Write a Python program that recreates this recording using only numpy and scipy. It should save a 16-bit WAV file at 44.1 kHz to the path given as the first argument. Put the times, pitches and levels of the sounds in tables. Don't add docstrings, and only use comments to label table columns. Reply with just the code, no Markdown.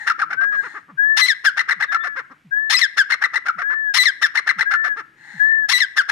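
import sys
import numpy as np
from scipy import signal
from scipy.fft import rfft, irfft, next_fast_len
from scipy.io import wavfile
from scipy.ndimage import uniform_filter1d, minimum_filter1d

SR = 44100
rng = np.random.default_rng(int(sys.argv[2]) if len(sys.argv) > 2 else 0)


def materialize(psi):
    bounded = np.clip(np.atleast_2d(psi).T, -1, 1)
    quanta = np.round(bounded * 32767).astype(np.int16)
    wavfile.write(sys.argv[1], SR, quanta)


N = 269715

# (frequency [Hz], relative level [dB])
YARD_COLOUR = [(20, -10.5), (60, -8.5), (110, 1), (150, -0.5), (260, -3), (500, -8), (1300, -6.5),
               (2200, -2), (4000, -15), (8000, -22.5), (15000, -32.5)]
# (time [s], level [dB])
DRONE_LEVELS = [(0, -66.5), (.45, -56), (.8, -65), (1.2, -73), (2.1, -66.5), (2.4, -67.5), (2.8, -75.5),
                (4.5, -68), (5., -63), (5.35, -66), (5.6, -56), (5.8, -79.5)]
# (frequency [Hz], relative level [dB])
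DRONE_COLOUR = [(70, -31.5), (120, -10), (155, -1), (210, -13), (310, -4), (450, -19.5), (800, -47)]
# (frequency [Hz], time to fall by 60 dB [s])
YARD_RING = [(300, .25), (1700, 0.56), (4000, 0.39), (10000, 0.65)]
# (frequency [Hz], gain [dB])
ECHO_COLOUR = [(250, -24.5), (900, 3.5), (1400, 4), (2000, 2.5), (2600, 2.5), (5000, -5.5), (12000, -12)]
# (start [s], length [s], first pitch [Hz], last pitch [Hz], level [dB])
FAR_CHIRPS = [(1.875, 0.074, 3800, 3480, -49), (2., 0.07, 3470, 3610, -44.5)]
# (start [s], level [dB])
LOW_GULPS = [(0.911, -46), (1.754, -51.5), (2.442, -46.5), (3.548, -50), (4.555, -46), (5.334, -43.5)]
# (start [s], end [s], level before mixing [dB], extra treble before levelling [dB])
AIRY_HISSES = [(-.06, 0.112, -30, -10), (.45, 0.872, -36, -7), (5.116, 5.62, -34, -8.5)]
# (frequency [Hz], relative level [dB])
HISS_COLOUR = [(500, -46.5), (860, -18), (1150, -30), (1550, -9.5), (1800, 2), (2020, -4.5), (2400, -24),
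               (3000, -23), (4150, -15), (4700, -24), (7200, -21), (9300, -28), (10500, -41.5),
               (15000, -46.5)]
# (start [s], crest [s], end [s], crest pitch [Hz], level at start [dB], level at end [dB])
ARCHED_WHISTLES = [(0.38, .522, .61, 1665, -13, -16.5), (0.987, 1.135, 1.215, 1753, -11.5, -12),
                   (1.89, 2.03, 2.16, 1768, -18, -27.5), (2.523, 2.664, 2.74, 1750, -13.5, -21),
                   (3.632, 3.782, 3.918, 1755, -18, -16), (4.664, 4.81, 4.946, 1758, -14, -17.5),
                   (5.406, 5.532, 5.665, 1775, -7, -16)]
# (frequency [Hz], relative gain [dB])
THROAT_COLOUR = [(50, -62.5), (180, -30.5), (300, -21), (550, -27), (800, -27.5), (1050, -14), (1300, -0.5),
                 (1800, 1), (2200, -9), (2650, -15), (3600, -13.5), (4600, -16.5), (5400, -11),
                 (7600, -30.5), (9500, -26), (14500, -46.5)]
# (frequency [Hz], relative level [dB])
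OVERTONE_COLOUR = [(2600, 0), (3300, -2.5), (4000, 0.5), (4600, -8), (5200, 2.5), (6000, -14), (7000, -13),
                   (8000, -15), (9000, -19.5), (12000, -27), (15000, -30.5)]
# (centre [Hz], half width [Hz], gain [dB])
CAGE_RESONANCES = [(800, 64, 3), (1455, 96, 1.5), (1475, 67, -3), (1988, 31, 1.5), (2500, 76, -3.5),
                   (2760, 34, 4.5), (3270, 120, 0.5), (3650, 82, 4), (4223, 120, 5), (4840, 140, -2),
                   (5470, 100, 3), (6060, 220, -3), (6880, 270, 3.5), (7590, 330, -5), (7950, 140, 3),
                   (10450, 260, -10.5), (12450, 300, 3), (13800, 500, 2)]
# (frequency [Hz], gain [dB])
RIGHT_SHADE = [(600, -1), (1000, -2), (1250, -3), (1480, -5), (1800, -4.5), (2050, -16.5), (2420, -10.5),
               (2750, -20.5), (4000, -18.5), (6000, -22.5), (7700, -36), (11000, -29), (13500, -2.5)]
# (frequency [Hz], lead [radians])
RIGHT_LEAD = [(300, -0.5), (1100, 0.44), (1500, 0.97), (1950, 0.95), (2250, 3.5), (3000, 8), (4000, -6),
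              (5800, 5), (8000, 23), (11000, 17), (15000, 28.5)]
# (start [s], length [s], reference pitch [Hz],
# held for [s], level [dB], pitch it cracks up to [Hz], 0 for no crack)
CALLS = [(1.161, .179, 1988, .052, -10.5, 0), (2.692, .176, 1982, .023, -9.5, 2548),
         (3.933, .173, 1974, .049, -9, 0), (5.681, .171, 1952, .05, -11, 0)]
# (time after start [s], width [s], level against the call [dB])
PUSHES_IN_CALL = [(0.019, .005, -10.5), (.042, .006, -10.5), (.1, .003, -15), (0.126, .002, -13)]
# (start [s], rasp pitch [Hz], rasp level [dB],
# tone length [s], tone from [Hz], tone to [Hz], level change over the tone [dB])
YELP_ROWS = [(1.436, 1003, -19, .04, 1773, 1405, -17), (2.962, 996, -19.5, .043, 1784, 1454, -14),
             (4.208, 1013, -19.5, .025, 1925, 1626, -3), (5.956, 1011, -21.5, .033, 1820, 1397, -8.5)]
# (start [s], top pitch [Hz],
# level [dB], treble against the level [dB], break after start [s], break level [dB],
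# reference pitch of the tone [Hz], 0 for no tone)
CLUCK_ROWS = [(.059, 958, -15.5, -13, .042, -21, 1343), (.18, 823, -22, -17, .04, -13.5, 1338),
              (.292, 813, -25, -21, .041, -16.5, 0), (.397, 728, -28.5, -19, 0.042, -29, 0),
              (.511, 659.4, -31.5, -20.5, .04, -35, 0), (.621, 506.5, -27.5, -22, .04, -42, 0),
              (.733, 428.3, -31.5, -25, .04, -41, 0), (.88, 296, -48.5, -38, .02, -50.5, 0),
              (1.561, 962, -17, -12.5, .034, -12, 2016.5), (1.676, 958, -16, -16.5, .035, -14, 1998.5),
              (1.792, 921, -19, -16, .034, -16, 1955), (1.908, 793, -21, -16, .04, -14, 1353.5),
              (2.026, 734, -23.5, -18, .048, -25.5, 0), (2.151, 547.4, -23, -21, .04, -35.5, 0),
              (2.297, 277, -43.5, -16, .025, -51.5, 0), (3.091, 976.6, -16.5, -11, .032, -13.5, 2063),
              (3.207, 956, -16.5, -16.5, .034, -9, 1997.5), (3.326, 906, -21.5, -13.5, .034, -13.5, 1960.5),
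              (3.447, 831, -23.5, -15.5, .04, -11.5, 1387.5), (3.573, 736, -23.5, -21.5, .048, -21, 0),
              (3.688, 528, -27, -23, 0.048, -36, 0), (4.341, 982.5, -17, -11.5, .033, -16, 2099.5),
              (4.46, 940.5, -16, -14.5, .033, -12.5, 2055), (4.576, 922, -19, -13, .035, -10, 2016.5),
              (4.698, 826, -19.5, -15.5, .042, -13, 1442), (4.83, 727, -22, -16.5, .052, -31, 0),
              (4.956, 462, -27.5, -18, .04, -40.5, 0), (6.08, 1004, -17, -9.5, .034, -14, 2051)]

TIME = np.arange(N) / SR
EDGE_HZ = 15400
YARD_DB = -63
GULP_S, GULP_FROM_HZ, GULP_TO_HZ = .077, 250, 120
WHISTLE_BEND_HZ_PER_S2 = 6300
HOLD_AT_S, FALL_AT_S, FALL_S, CRACK_S = .052, .123, .05, .021
HOLD_BEND, FALL_BEND = (1.045, 1.005, 1.02), (1.075, .895, .785)
YELP_S, YELP_BREAK_S = .081, .0265
CLUCK_S, FULL_LENGTH_HZ = .067, 440
SMOOTH_HZ, STRAINED_HZ = 477, 750
HIGH_BEND, LOW_BEND, REGISTER_HZ = (1.03, 0.99, .89), (1.09, 1, .94), 1700


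def gain_of(db):
    return 10 ** (np.asarray(db) / 20)


def evened(x):
    return x / np.sqrt(np.mean(x ** 2) + 1e-20)


def read(points, hz):
    f, value = np.transpose(points)
    return np.interp(np.log(hz + 1), np.log(f + 1), value)


def shaped(x, response):
    size = next_fast_len(len(x) + 2048)
    spectrum = rfft(x, size) * response(np.fft.rfftfreq(size, 1 / SR))
    return irfft(spectrum, size)[:len(x)]


def coloured_noise(response):
    return evened(shaped(rng.standard_normal(N), response))


def above(hz, edge_hz):
    return 1 - 1 / (1 + (hz / edge_hz) ** 12)


def wander(count, rate_hz):
    noise = rng.standard_normal(N // 8)
    return evened(shaped(noise, lambda f: 1 / (1 + (f / rate_hz) ** 4)))[:count]


def gate(t, start, end, edge):
    inside = np.minimum(t - start, end - t)
    return np.sin(np.pi / 2 * np.clip(inside / edge + .5, 0, 1)) ** 2


def push(t, at, width):
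    return np.exp(-.5 * ((t - at) / width) ** 2)


def span(start, end):
    return slice(max(round(start * SR), 0), round(end * SR))


def yard_air(apart_db=-9):
    both = coloured_noise(lambda f: gain_of(read(YARD_COLOUR, f)))
    own = [coloured_noise(lambda f: gain_of(read(YARD_COLOUR, f)) * (1.2 - above(f, 90))) for _ in range(2)]
    return gain_of(YARD_DB) * evened(both + gain_of(apart_db) * np.array(own))


def drone():
    noise = coloured_noise(lambda f: gain_of(read(DRONE_COLOUR, f)))
    return noise * gain_of(np.interp(TIME, *np.transpose(DRONE_LEVELS)))


def yard_echo(x, near_db=-13, near_decay_s=0.01, walls_db=-19.0, walls_rise_s=0.013, right_db=-4):
    t = np.arange(SR // 2) / SR
    taps = rng.standard_normal((2, len(t))) * (rng.random((2, len(t))) < .06)
    hz, frames, z = signal.stft(taps, SR, nperseg=256)
    fading = z * gain_of(-60 * frames / read(YARD_RING, hz)[:, None])
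    walls = signal.istft(fading, SR, nperseg=256)[1][:, :len(t)]
    walls = walls * np.clip(t / walls_rise_s, 0, 1)
    near = rng.standard_normal((2, len(t))) * np.exp(-t / near_decay_s) * (t > .002)
    response = gain_of(near_db) * near / np.linalg.norm(near[0])
    response += gain_of(walls_db) * walls / np.linalg.norm(walls[0])
    sent = shaped(x, lambda f: gain_of(read(ECHO_COLOUR, f)))
    return signal.fftconvolve(sent[None], response, axes=1)[:, :N] * gain_of([[0], [right_db]])


def glides(rows):
    out = np.zeros(N)
    for start, length, from_hz, to_hz, db in rows:
        part = span(start, start + length)
        u = np.linspace(0, 1, len(TIME[part]))
        hz = to_hz + (from_hz - to_hz) * (1 - u) ** 2
        swell = abs(np.sin(np.pi * u ** 0.62)) ** 2
        out[part] += gain_of(db) * swell * np.sqrt(2) * np.sin(2 * np.pi * np.cumsum(hz) / SR)
    return out


def far_chirps():
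    return glides(FAR_CHIRPS)


def gulps():
    return glides([(start, GULP_S, GULP_FROM_HZ, GULP_TO_HZ, db) for start, db in LOW_GULPS])


def hisses():
    out = np.zeros(N)
    for start, end, db, treble_db in AIRY_HISSES:
        air = coloured_noise(lambda f: gain_of(read(HISS_COLOUR, f) + treble_db * above(f, 2600)))
        out += gain_of(db) * air * np.sin(np.pi * np.clip((TIME - start) / (end - start), 0, 1)) ** 2
    return out


def whistles(right_db=-13, lead=3.2, second_db=-53, third_db=-70, jitter=0.0032, waver_db=1.24,
             attack_s=.036, release_s=0.042):
    out = np.zeros((2, N))
    for start, crest, end, top_hz, from_db, to_db in ARCHED_WHISTLES:
        part = span(start - attack_s, end + release_s)
        t = TIME[part]
        arch_hz = top_hz - WHISTLE_BEND_HZ_PER_S2 * (t - crest) ** 2
        pitch = arch_hz * (1 + jitter * wander(len(t), 120))
        phase = 2 * np.pi * np.cumsum(pitch) / SR + np.array([[0], [lead]])
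        db = np.interp(t, [start, end], [from_db, to_db]) + waver_db * wander(len(t), 22)
        fades = gate(t, start, np.inf, attack_s) * gate(t, -np.inf, end, release_s)
        harmonics = np.cos(phase) + gain_of(second_db) * np.cos(2 * phase)
        harmonics += gain_of(third_db) * np.cos(3 * phase)
        out[:, part] += np.sqrt(2) * gain_of(db) * fades * harmonics
    return out * gain_of([[0], [right_db]])


def rasp(t, start, end, top_hz, rough, clean, rest_hz=250, jitter=.2, flutter=0.55, air=0.44, smear=1.199):
    u = np.clip((t - start) / (end - start), 0, 1)
    if end - start < .12:
        arch = abs(np.sin(np.pi * u ** .88))
    else:
        arch = gate(t, start + .004, end - .018, .085)
    low_hz = min(rest_hz, 0.38 * top_hz)
    hz = low_hz + (top_hz - low_hz) * arch
    turns = np.cumsum(hz * (1 + jitter * rough * wander(len(t), 400))) / SR
    k = np.arange(1, int(EDGE_HZ / low_hz))[:, None]
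    pulses = evened((np.cos(2 * np.pi * k * turns) * (k * hz < EDGE_HZ)).sum(0) * np.sqrt(hz))
    pulses = pulses * (1 + flutter * rough * wander(len(t), 630))
    puffs = evened(rng.standard_normal(N // 8)[:len(t)] * (0.22 + np.exp(-(turns % 1) / 0.24)))
    drive = pulses + air * shaped(puffs, lambda f: rough + 2 * above(f, 2700))

    def throat(f):
        return gain_of(read(THROAT_COLOUR, f)) * np.exp(-2j * np.pi * smear * np.log1p(f / 600))

    voice = shaped(drive, throat)
    bass = shaped(voice, lambda f: 1 - above(f, 1177))
    core = shaped(voice, lambda f: above(f, 1129) - above(f, 2505))
    treble = shaped(voice, lambda f: above(f, 2003))
    bass = evened(bass) + clean * np.sqrt(2) * arch * np.sin(2 * np.pi * np.cumsum(hz) / SR)
    steady = []
    for band in (bass, core, treble):
        power = abs(uniform_filter1d(band ** 2, size=400)) + 0.23 * np.mean(band ** 2)
        steady.append(band / np.sqrt(power))
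    return steady, arch


def rough_voice(t, start, end, top_hz, rough, effort, treble_db, bass_db, locked, clean, locked_db=-13,
                locked_treble_db=-10, locked_bass_db=-17, bass_power=0.27):
    (bass, core, treble), arch = rasp(t, start, end, top_hz, np.clip(rough, 0, 1), clean)
    core_gain = gain_of(locked_db * locked)
    treble_gain = gain_of(treble_db + locked_treble_db * locked)
    voice = effort * (core_gain * core + treble_gain * treble)
    voice += gain_of(bass_db + locked_bass_db * locked) * effort ** bass_power * (1 + arch) * bass
    return voice * gate(t, start + .0015, end, 0.0088)


def tone(t, start, length, pitches, db, fade_db, overtones_db, dulling_db, jitter, fray, tilt_db,
         shimmer=.12, edge=0.0022):
    u = np.clip((t - start) / length, 0, 1)
    hz = np.polyval(np.polyfit([0, .5, 1], pitches, 2), u)
    phase = 2 * np.pi * np.cumsum(hz * (1 + jitter * wander(len(t), 250))) / SR
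    k = np.arange(2, 9)[:, None]
    frayed = phase + fray * wander(len(t), 780)
    strengths = gain_of(read(OVERTONE_COLOUR, k * hz) + tilt_db * k)
    overtones = evened((strengths * np.cos(k * frayed)).sum(0))
    held = gate(t, start, start + length, edge)
    level = gain_of(db + fade_db * u ** 3.7) * held * (1 + shimmer * wander(len(t), 200))
    return level * (np.sqrt(2) * np.cos(phase) + gain_of(overtones_db + dulling_db * u) * overtones), held


def call(t, length, hz, hold_s, db, crack_hz, rasp_ratio=.55, swell_db=-17, gap_db=-3, bass_db=-28.5,
         bass_sag_db_per_s=170):
    hold, holding = tone(t, HOLD_AT_S, hold_s, hz * np.array(HOLD_BEND), db, fade_db=-7, overtones_db=-4,
                         dulling_db=2.5, jitter=0.0036, fray=.06, tilt_db=0.0)
    fall, falling = tone(t, FALL_AT_S, FALL_S, hz * np.array(FALL_BEND), db, fade_db=-15, overtones_db=-6.5,
                         dulling_db=-8, jitter=.005, fray=0.057, tilt_db=-1.5)
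    crack, cracking = 0, 0
    if crack_hz > hz:
        crack, cracking = tone(t, HOLD_AT_S + hold_s, CRACK_S, np.full(3, crack_hz), db - 13.5, fade_db=0,
                               overtones_db=11.5, dulling_db=0, jitter=.003, fray=.04, tilt_db=-4.5)
    effort = gain_of(swell_db + gap_db * gate(t, 0.093, FALL_AT_S, .006))
    effort = effort * gate(t, .007, length - .016, 0.0055)
    effort += sum(gain_of(push_db) * push(t, at, width) for at, width, push_db in PUSHES_IN_CALL)
    bass = bass_db - bass_sag_db_per_s * abs(t - .042)
    rough = rough_voice(t, 0, length, hz * rasp_ratio, rough=.58, effort=gain_of(db) * effort, treble_db=7,
                        bass_db=bass, locked=holding + cracking + falling, clean=1.5)
    return hold + crack + fall + rough


def yelp(t, top_hz, db, tone_s, from_hz, to_hz, fade_db, push_db=3, bass_db=-34, bass_sag_db_per_s=140):
    pitches = (from_hz, np.sqrt(from_hz * to_hz), to_hz)
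    clear, held = tone(t, YELP_BREAK_S, tone_s, pitches, db=-8.5, fade_db=fade_db, overtones_db=-10.5,
                       dulling_db=-7, jitter=.006, fray=0.047, tilt_db=0.2)
    effort = gate(t, 0.011, YELP_S - .018, 0.012) + 0.05
    effort += gain_of(push_db) * push(t, 0.022, .0052) + 0.075 * push(t, 0.085, 0.0031)
    bass = bass_db - bass_sag_db_per_s * t
    return clear + rough_voice(t, 0, YELP_S, top_hz, rough=.62, effort=gain_of(db) * effort, treble_db=-5.5,
                               bass_db=bass, locked=held, clean=0.35)


def cluck(t, top_hz, db, treble_db, break_s, break_db, tone_hz, push_db=-2, closing_db=-6, catch=.8,
          catch_lead_s=0.0055, tone_s=.016, rest=0.092):
    length = CLUCK_S * min(1, top_hz / FULL_LENGTH_HZ)
    strain = np.clip((top_hz - SMOOTH_HZ) / (STRAINED_HZ - SMOOTH_HZ), 0, 1)
    swell = gate(t, .014, length - .012, 0.018)
    swell = swell * (1 - min(catch, 1) * strain * push(t, break_s - catch_lead_s, .003))
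    effort = gain_of(db) * (swell + rest + strain * gain_of(push_db) * push(t, 0.019, 0.0044))
    effort += gain_of(break_db) * push(t, break_s, .0022 if tone_hz > top_hz else .0038)
    clear, held = 0, 0
    if tone_hz > top_hz:
        effort += gain_of(db + closing_db) * push(t, break_s + tone_s, .005)
        bend, overtones_db = (HIGH_BEND, -14) if tone_hz > REGISTER_HZ else (LOW_BEND, -26)
        clear, held = tone(t, break_s + 0.0019, tone_s, tone_hz * np.array(bend), db=-11, fade_db=-6,
                           overtones_db=overtones_db, dulling_db=-4, jitter=.014, fray=0.096, tilt_db=-0.5)
    return clear + rough_voice(t, 0, length, top_hz, rough=.12 + .36 * strain, effort=effort,
                               treble_db=treble_db, bass_db=-36, locked=.6 * held, clean=0.49)


def notes(kind, rows, longest):
    out = np.zeros(N)
    for start, *row in rows:
        part = span(start - .006, start + longest)
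        out[part] += kind(TIME[part] - start, *row)
    return out


def cage(x):
    def resonances(f):
        return gain_of(sum(db * push(f, hz, width) for hz, width, db in CAGE_RESONANCES))

    return shaped(x, resonances)


def ports(x):
    right = shaped(x, lambda f: gain_of(read(RIGHT_SHADE, f)) * np.exp(1j * read(RIGHT_LEAD, f)))
    return np.array([x, right])


def scene():
    bouts = notes(call, CALLS, .19) + notes(yelp, YELP_ROWS, .088) + notes(cluck, CLUCK_ROWS, .076)
    caller = cage(gain_of(-0.47) * bouts + gain_of(-1.0) * hisses())
    answer = whistles()
    echo = yard_echo(caller + gain_of(-6.0) * answer[0])
    background = yard_air() + drone() + far_chirps()
    return background + gulps() + echo + answer + ports(caller)


def record(dry):
    allowed = np.minimum(1, .95 / (abs(dry).max(0) + 1e-9))
    limited = dry * uniform_filter1d(minimum_filter1d(allowed, size=121), size=121)
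    low_pass = signal.firwin(511, EDGE_HZ, window=("kaiser", 9), fs=SR)
    return signal.oaconvolve(limited, low_pass[None], "same")


dry = scene()
out = record(dry)
materialize(out)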